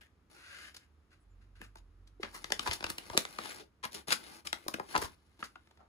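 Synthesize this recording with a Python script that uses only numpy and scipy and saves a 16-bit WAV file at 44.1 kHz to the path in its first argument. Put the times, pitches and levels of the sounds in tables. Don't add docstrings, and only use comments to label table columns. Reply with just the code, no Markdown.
import sys
import numpy as np
from scipy import signal
from scipy.fft import rfft, irfft
from scipy.io import wavfile
from scipy.ndimage import map_coordinates

SR = 44100
rng = np.random.default_rng(int(sys.argv[2]) if len(sys.argv) > 2 else 0)


def store_pcm(level_fs):
    pcm = np.round(np.clip(level_fs, -1, 1) * 32767).astype(np.int16)
    wavfile.write(sys.argv[1], SR, np.atleast_2d(pcm).T)


N = 259308
T = np.arange(N) / SR
LEAD = 0.005


def amp(db):
    return 10 ** (np.asarray(db) / 20)


def unit(x):
    return x / np.sqrt(np.mean(abs(x) ** 2) + 1e-20)


def read(points, hz):
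    f, value = np.transpose(points)
    return np.interp(np.log(hz + 1), np.log(f), value)


def level(curve):
    return amp(np.interp(T, *np.transpose(curve), left=-np.inf, right=-np.inf))


def add(mix, s, sound):
    start = round(s * SR)
    sound = sound[..., max(-start, 0):]
    part = mix[..., max(start, 0):][..., :sound.shape[-1]]
    part += sound[..., :part.shape[-1]]


def bins(size=4096):
    return np.fft.rfftfreq(size, 1 / SR) + 1


def colour(x, gain):
    both_sides = np.r_[gain, gain[-2:0:-1]]
    log_gain = np.log(np.maximum(both_sides, 1e-5))
    response = np.exp(np.conj(signal.hilbert(log_gain)))
    taps = np.fft.ifft(response).real
    return signal.fftconvolve(x, taps[None, :len(taps) // 2], axes=1)[:, :N]


def bell(hz, q):
    return 1 / (1 + q ** 2 * (bins() / hz - hz / bins()) ** 2)


def pair(two, same):
    same = np.clip(same, 0, 1)
    return np.array([two[0], same * two[0] + np.sqrt(1 - same ** 2) * two[1]])


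def wander(step):
    return np.interp(T / step, np.arange(2000), rng.standard_normal(2000))


def shifting(sounds, step, shift_db):
    length = sounds[0].shape[1]
    share = amp(shift_db * np.array([wander(step)[:length] for _ in sounds]))
    share /= np.linalg.norm(share, axis=0)
    return sum(sound * weight for sound, weight in zip(sounds, share))


def gestures(rows, attack, release, crest, arch_db):
    power = np.zeros(N)
    for start, length, db in rows:
        t = np.arange(0, length + 4 * release, 1 / SR)
        onset = np.minimum(t / attack, 1)
        arch = -arch_db * (np.minimum(t / length, 1) / crest - 1) ** 2
        decay = -20 * np.maximum(t - length, 0) / release
        add(power, start, (onset * amp(db + arch + decay)) ** 2)
    return np.sqrt(power)


def grains(count, per_s, spread_db, hiss):
    size = amp(spread_db * np.minimum(rng.exponential(1, count), 3.5))
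    slips = size * (rng.random(count) < per_s / SR)
    strength = np.hypot(unit(slips), hiss)
    return unit(pair(rng.standard_normal((2, count)) * strength, same=0.45))


# frequency in Hz, gain in dB before the tilt for brightness.
WALL_CRACKLE = [(30, -45.5), (120, -19), (500, -13), (1500, -1.5), (3000, 0), (4500, 2), (6500, -3),
                (10000, -8), (15000, -13.5)]


def packet(bright_db, ring_hz, ring_db, push_db, ring_q=2.41, overtone=1.675, overtone_db=-6,
           push_hz=320, push_q=0.41, ripple_db=2.5):
    octaves = np.log2(np.maximum(bins(), 1000) / 4000)
    wall = amp(read(WALL_CRACKLE, bins()) + bright_db * octaves)
    modes = np.hypot(bell(ring_hz, ring_q), amp(overtone_db) * bell(ring_hz * overtone, ring_q))
    ring = amp(ring_db) * modes
    push = amp(push_db) * bell(push_hz, push_q)
    gain = np.sqrt(wall ** 2 + ring ** 2 + push ** 2)
    facets = np.geomspace(200, 16000, 64)
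    ripple = np.interp(bins(), facets, rng.uniform(-2, 1.5, len(facets)))
    return unit(gain * amp(ripple_db * ripple))


def panel(bright_db, ring_hz, hollow_db, push_db, push_share=0.9494):
    return packet(bright_db, ring_hz, hollow_db, push_db + push_share * hollow_db)


def snap(length, jolt=0.098, even=0.18, onset=0.15, strain=0.41):
    t = T[:1024] - LEAD
    since = t - onset * length
    swell = amp(20 * np.minimum(since / (strain * length), -since / length))
    shiver = pair(rng.standard_normal((2, len(t))), same=0.706) * swell
    shiver /= np.linalg.norm(shiver, axis=1, keepdims=True)
    shiver[:, swell.argmax()] += jolt
    z = rfft(shiver, 2 * len(t))
    flip = irfft(z / abs(z) ** np.clip(even, 0, 1))[:, :len(t)]
    return flip * np.sqrt(2 * SR / 1000 / np.sum(flip ** 2))


# frequency in Hz, relative level in dB.
OUTDOOR_AIR = [(20, -30.5), (72, 7.5), (110, -7.5), (320, -9.5), (600, -21), (1100, -20), (1240, -16.5),
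               (1400, -21), (3000, -30), (15000, -43)]
# time in seconds, level in dB.
ENGINE_HUM = [(1.1, -81), (1.35, -59.5), (2.8, -66.5), (3.5, -84)]


def outdoors(air_db=-70.0, hum_hz=45, octave_db=-7, waver=0.099, uneven_db=2.0, step=0.036):
    hz = np.fft.rfftfreq(N, 1 / SR)
    noise = rfft(rng.standard_normal((2, N)))
    air = irfft(pair(noise, same=1 / (1 + (hz / 700) ** 2)) * amp(read(OUTDOOR_AIR, hz)), N)
    turn = 2 * np.pi * np.cumsum(hum_hz * (1 + waver * wander(step))) / SR
    hum = np.sin(turn) * amp(uneven_db * wander(step))
    hum += np.sin(2 * turn) * amp(octave_db + uneven_db * wander(step))
    return amp(air_db) * unit(air) + level(ENGINE_HUM) * unit(hum)


# start in seconds, top pitch in Hz.
BIRD_CHIRPS = [(1.189, 10030), (1.19, 7900), (1.29, 7160), (1.64, 7470)]


def bird(db=-86, length=0.061, arch=0.23, crest=0.34):
    out = np.zeros((2, N))
    part = np.arange(0, length, 1 / SR) / length
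    for s, hz in BIRD_CHIRPS:
        pitch = hz * (1 - arch * (part - crest) ** 2)
        turn = 2 * np.pi * np.cumsum(pitch) / SR
        add(out, s, amp(db) * np.sin(np.pi * part) * np.sin(turn))
    return out


# start in seconds, peak of the envelope in dB.
HAND_BUMPS = [(2.692, -36.5), (2.845, -43), (3.11, -45.5), (4.986, -44), (5.042, -43)]


def bumps(hz=85, width=0.0037):
    out = np.zeros((2, N))
    t = T[:SR // 10]
    swell = t / width * np.exp(1 - t / width)
    for s, db in HAND_BUMPS:
        add(out, s, amp(db) * swell * np.sin(2 * np.pi * hz * t))
    return out


# resonance in Hz, width in Hz, relative level in dB.
AIR_COLUMN = [(1524, 129, 7), (1961, 57, 4), (2766, 134, 0)]
# start in seconds, length in seconds, level in dB.
SEED_TIPS = [(.34, 0.3465, -53), (.74, 0.1047, -70), (1.1, 0.0416, -69), (1.405, 0.024, -72),
             (1.55, 0.0206, -66.5)]
# attack in seconds, release in seconds, share of its length at which it runs fastest,
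# dB weaker at its start.
SLIDE = (.006, .055, .72, 14)
# time in seconds, level in dB over a millisecond.
SEED_TICKS = [(.745, -44), (0.765, -40.5), (1.77, -54), (1.783, -55.5), (2.073, -56)]


def seeds():
    modes = [amp(db) ** 2 * bell(hz, hz / width / 2) ** 2 for hz, width, db in AIR_COLUMN]
    column = np.sqrt(sum(modes))
    wall = amp(-11.0) * packet(bright_db=1.0, ring_hz=1393, ring_db=9.5, push_db=0.5)
    skid = colour(grains(N, per_s=1500, spread_db=0.5, hiss=1.0), unit(np.hypot(column, wall)))
    emptying = np.interp(T, [0.4, 0.75, 1], [0.96, 1.12, 1])
    at = np.cumsum(emptying)
    skid = np.array([map_coordinates(port, [at], order=3) for port in skid])
    out = gestures(SEED_TIPS, *SLIDE) * skid
    for s, db in SEED_TICKS:
        tone = packet(bright_db=-0.5, ring_hz=2800, ring_db=-2.5, push_db=-8.5)
        add(out, s - LEAD, amp(db) * colour(snap(length=0.013), tone))
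    return out


# start in seconds, length in seconds, level of the gesture in dB.
FINGER_STROKES = [(.297, 0.103, -63.5), (2.2, 1, -58.5), (2.6, 0.167, -47.5), (2.88, 0.0305, -45.5),
                  (2.98, 0.61, -55), (3.39, 0.1246, -46.5), (3.53, 0.0801, -52.5), (3.94, 0.0651, -51.5),
                  (4.07, 0.0594, -40.5), (4.16, 0.2351, -53.5), (4.447, 0.0285, -48.5),
                  (4.45, 0.686, -62.5), (4.885, 0.162, -48), (5.1, 0.682, -76), (5.388, 0.033, -58)]
# attack in seconds, release in seconds, share of its length at which it presses
# hardest, dB weaker at its start.
STROKE = (0.005, 0.031, 0.498, 4)


def rub(count=5, low_hz=900, high_hz=1900):
    facets = []
    for ring_hz in np.geomspace(low_hz, high_hz, count):
        tone = packet(bright_db=3.0, ring_hz=ring_hz, ring_db=11.5, push_db=7.0, ripple_db=5.0)
        facets.append(colour(grains(N, per_s=300, spread_db=1.1, hiss=0.7), tone))
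    drag = unit(shifting(facets, step=0.025, shift_db=5.0))
    pats = colour(grains(N, per_s=150, spread_db=-0.5, hiss=0.41), unit(bell(hz=332.5, q=4.2)))
    return gestures(FINGER_STROKES, *STROKE) * (amp(-1.5) * drag + amp(-15.5) * pats)


# start in seconds, peak in dB before
# the stutter, pitch in Hz it settles at before the waver, seconds to its peak.
WALL_FLEXES = [(1.606, -51, 207.1, 0.007), (2.198, -50, 313, 0.0029), (3.151, -38.5, 328, 0.00296),
               (3.599, -55, 331.4, 0.00964), (4.664, -43, 360, 0.00138), (4.684, -37, 994, 0.0019),
               (4.785, -45, 465, 0.001524), (4.799, -38.5, 701.5, 0.00295), (5.022, -40.5, 380.3, 0.00325),
               (5.4266, -31.5, 1104, 0.001081)]


def flexes(slacken=0.35, waver_share=0.11, stutter_share=1):
    out = np.zeros((2, N))
    for s, db, hz, rise in WALL_FLEXES:
        age = np.arange(0, 10 * rise, 1 / SR) / rise
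        lines = rng.standard_normal((2, 20))
        waver, stutter = (np.interp(2 * age, np.arange(20), line) for line in lines)
        pitch = hz * (1 + slacken * np.exp(-age / 2) + waver_share * waver)
        swell = (1 + stutter_share * stutter) * age * np.exp(1 - age)
        add(out, s, amp(db) * swell * np.sin(2 * np.pi * np.cumsum(pitch) / SR))
    return out


# time of the height in seconds, level in dB, rise in seconds,
# brightness in dB per octave, pouch ring in Hz, hollowness in dB.
WALL_CRUMPLES = [(0.012, -56.5, 0.0035, 5.5, 1812, 19.5), (1.636, -58, 0.0582, 1.5, 1478, 15.5),
                 (2.249, -45.5, 0.02, -8.5, 1530, 7.5), (2.356, -44, 0.03054, 4.5, 1141, 15),
                 (2.663, -33, 0.0065, 2.5, 919, 23.5), (2.676, -31, 0.00967, -1.5, 1030, 15),
                 (2.713, -31.5, 0.005, -4.5, 2904, 9), (2.733, -33.5, 0.0055, 2, 4100, -6),
                 (3.134, -40, 0.00653, -0.5, 647, 20.5), (3.508, -43.5, 0.0086, 3.5, 1806, 13),
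                 (3.604, -51, 0.01985, -2.5, 340, 18), (3.836, -35, 0.0071, -1.5, 1022, 14),
                 (3.949, -42, .036, 2, 381, 7.5), (4.125, -23, 0.0171, 1, 1430, 7),
                 (4.952, -26.5, 0.01286, 3.5, 960, 47), (5.02, -33.5, 0.01114, 4.5, 1010, 16.5),
                 (5.045, -40, 0.027, 1.5, 990, 14), (5.443, -47, 0.014, 2, 1409, 10),
                 (5.805, -60, 0.0282, -3, 740, 31.5)]


def crumples(count=4, middling_s=0.032, middling_db=-40, spent=0.3):
    out = np.zeros((2, N))
    for s, db, rise, *tone in WALL_CRUMPLES:
        fall = middling_s * amp(-spent * (db - middling_db))
        t = np.arange(-rise, 2 * fall, 1 / SR)
        swell = amp(20 * np.minimum(t / rise, -t / fall))
        swell_rms = np.sqrt(np.mean(swell ** 2))
        facets = []
        for _ in range(count):
            swarm = unit(grains(len(t), per_s=900, spread_db=2.5, hiss=0.16) * swell) * swell_rms
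            facets.append(colour(swarm, panel(*tone, push_db=-10.5)))
        add(out, s - rise, amp(db) * shifting(facets, step=0.012, shift_db=7.0))
    return out


# time in seconds, level in dB over a millisecond, length in seconds,
# brightness in dB per octave, pouch ring in Hz, hollowness in dB.
CREASE_SNAPS = [(1.615, -37.5, 0.0069, 7.5, 1572, 26), (1.756, -43, 0.00543, 2.5, 864, 20.5),
                (2.2312, -26.5, 0.0086, -7.5, 2020, 17), (2.443, -30.5, 0.0032, -3.5, 1014, -6),
                (2.521, -18.5, 0.00398, -1.5, 1850, 4), (2.594, -24, 0.00366, -3, 3100, -1),
                (2.8415, -23.5, 0.00532, -5, 1640, 0), (2.9009, -25, 0.00684, 4, 1134, 10),
                (2.9821, -30.5, 0.0064, 1, 2500, 9), (3.099, -30.5, 0.00363, -4, 964, 19),
                (3.1758, -10.5, 0.002047, -0.5, 4365, 2.5), (3.2517, -31, 0.00214, -6.5, 3350, 1.5),
                (3.386, -27.5, 0.00558, -3.5, 1190, 13), (3.851, -29, 0.00753, 5.5, 1632, 16),
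                (4.1052, -25, 0.0048, -2.5, 1660, -6), (4.4708, -29, 0.0067, 0, 3530, -9.5),
                (4.5291, -21.5, 0.00212, -4.5, 2010, -1.5), (4.682, -26.5, 0.00377, 4, 1076, 6),
                (4.74, -25, 0.00735, 1, 1595, 15), (4.797, -28, 0.0061, 0.5, 988, 29.5),
                (4.961, -20, 0.00604, -9, 1170, -3.5), (4.9776, -26, 0.0054, 2.5, 837, 9),
                (5.427, -33, 0.0051, -6.5, 1600, 27), (5.5565, -42, 0.00514, -4, 1439, 23.5)]
# time in seconds, level in dB over a millisecond.
CREASE_TICKS = [(2.503, -35), (2.806, -36.5), (2.826, -35), (2.865, -30.5), (3.168, -32), (3.456, -36.5),
                (4.115, -30), (4.954, -26.5), (5.672, -57.5), (5.71, -56), (5.773, -58)]


def snaps(push_db=-2):
    out = np.zeros((2, N))
    for s, db, length, *tone in CREASE_SNAPS:
        add(out, s - LEAD, amp(db) * colour(snap(length), panel(*tone, push_db)))
    for s, db in CREASE_TICKS:
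        tone = panel(bright_db=-4.0, ring_hz=900, hollow_db=11.0, push_db=push_db)
        add(out, s - LEAD, amp(db) * colour(snap(length=0.0065), tone))
    return out


def bend(x, lag=0.00508, knee_hz=400):
    hz = np.fft.rfftfreq(2 * N, 1 / SR)
    delay = lag / (1 + (hz / knee_hz) ** 1.5)
    phase = 2 * np.pi * np.cumsum(delay) * hz[1]
    return irfft(rfft(x, 2 * N) * np.exp(-1j * phase))[:, :N]


# time in seconds, lead of the left port in ms, left minus right in dB.
PACKET_PLACE = [(2, 0.143, 1), (3.5, 0.2703, 2), (4.701, 0.3293, 3), (5.502, 0.1223, 0)]


def place(x):
    s, lead_ms, side_db = np.transpose(PACKET_PLACE)
    late = np.arange(N) - np.interp(T, s, lead_ms) * SR / 1000
    side = amp(np.interp(T, s, side_db))
    right = map_coordinates(x[1], [late], order=3)
    return np.array([side * x[0], right]) * np.sqrt(2 / (1 + side ** 2))


# frequency in Hz, time to die by 60 dB in seconds.
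PORCH_DECAY = [(200, 0.223), (5000, 0.152), (14000, 0.19)]


def porch(x, scatter_db=-13, tail_db=-11, build=0.011):
    t = T[:SR // 2]
    taps = rng.choice([-1., 1.], (2, len(t))) * (rng.random((2, len(t))) < 0.1)
    near = taps * (t > 0.002) * np.exp(-t / 0.0048)
    building = taps * (1 - np.exp(-(t / build) ** 2))
    hz, at, z = signal.stft(building, SR, nperseg=256)
    decay = amp(-60 * at / read(PORCH_DECAY, hz)[:, None])
    tail = signal.istft(z * decay, SR, nperseg=256)[1][:, :len(t)]
    echo = (amp(scatter_db) * unit(near) + amp(tail_db) * unit(tail)) / np.sqrt(len(t))
    return x + signal.fftconvolve(x, echo, axes=1)[:, :N]


def scene():
    buckling = bend(snaps() + crumples())
    handled = place(buckling + flexes() + rub() + seeds())
    return porch(handled + bumps() + bird()) + outdoors()


# frequency in Hz, gain in dB.
MIC_COLOUR = [(5500, 2), (7000, -1), (10000, 2.5), (12200, -2.5), (15500, -2.5)]
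# frequency in Hz, left minus right in dB.
PORT_DIFFERENCE = [(100, -3), (600, 1.5), (5500, 2)]


def record(dry, split_hz=6750, turn_hz=3650, edge_hz=15800):
    shared, apart = read(MIC_COLOUR, bins()), read(PORT_DIFFERENCE, bins()) / 2
    left = colour(dry[:1], amp(shared + apart))
    right = colour(dry[1:], amp(shared - apart))
    left, right = rfft(np.vstack([left, right]), 2 * N)
    hz = bins(2 * N)
    treble = 1 / (1 + (split_hz / hz) ** 20)
    turned = left * np.exp(2j * np.pi * (hz - split_hz) / turn_hz)
    right = np.sqrt(1 - treble) * right + np.sqrt(treble) * turned
    heard = irfft(np.array([left, right]))[:, :N]
    band = signal.firwin(511, edge_hz, window=("kaiser", 9), fs=SR)
    return signal.oaconvolve(heard, band[None], "same")


dry = scene()
out = record(dry)
store_pcm(out)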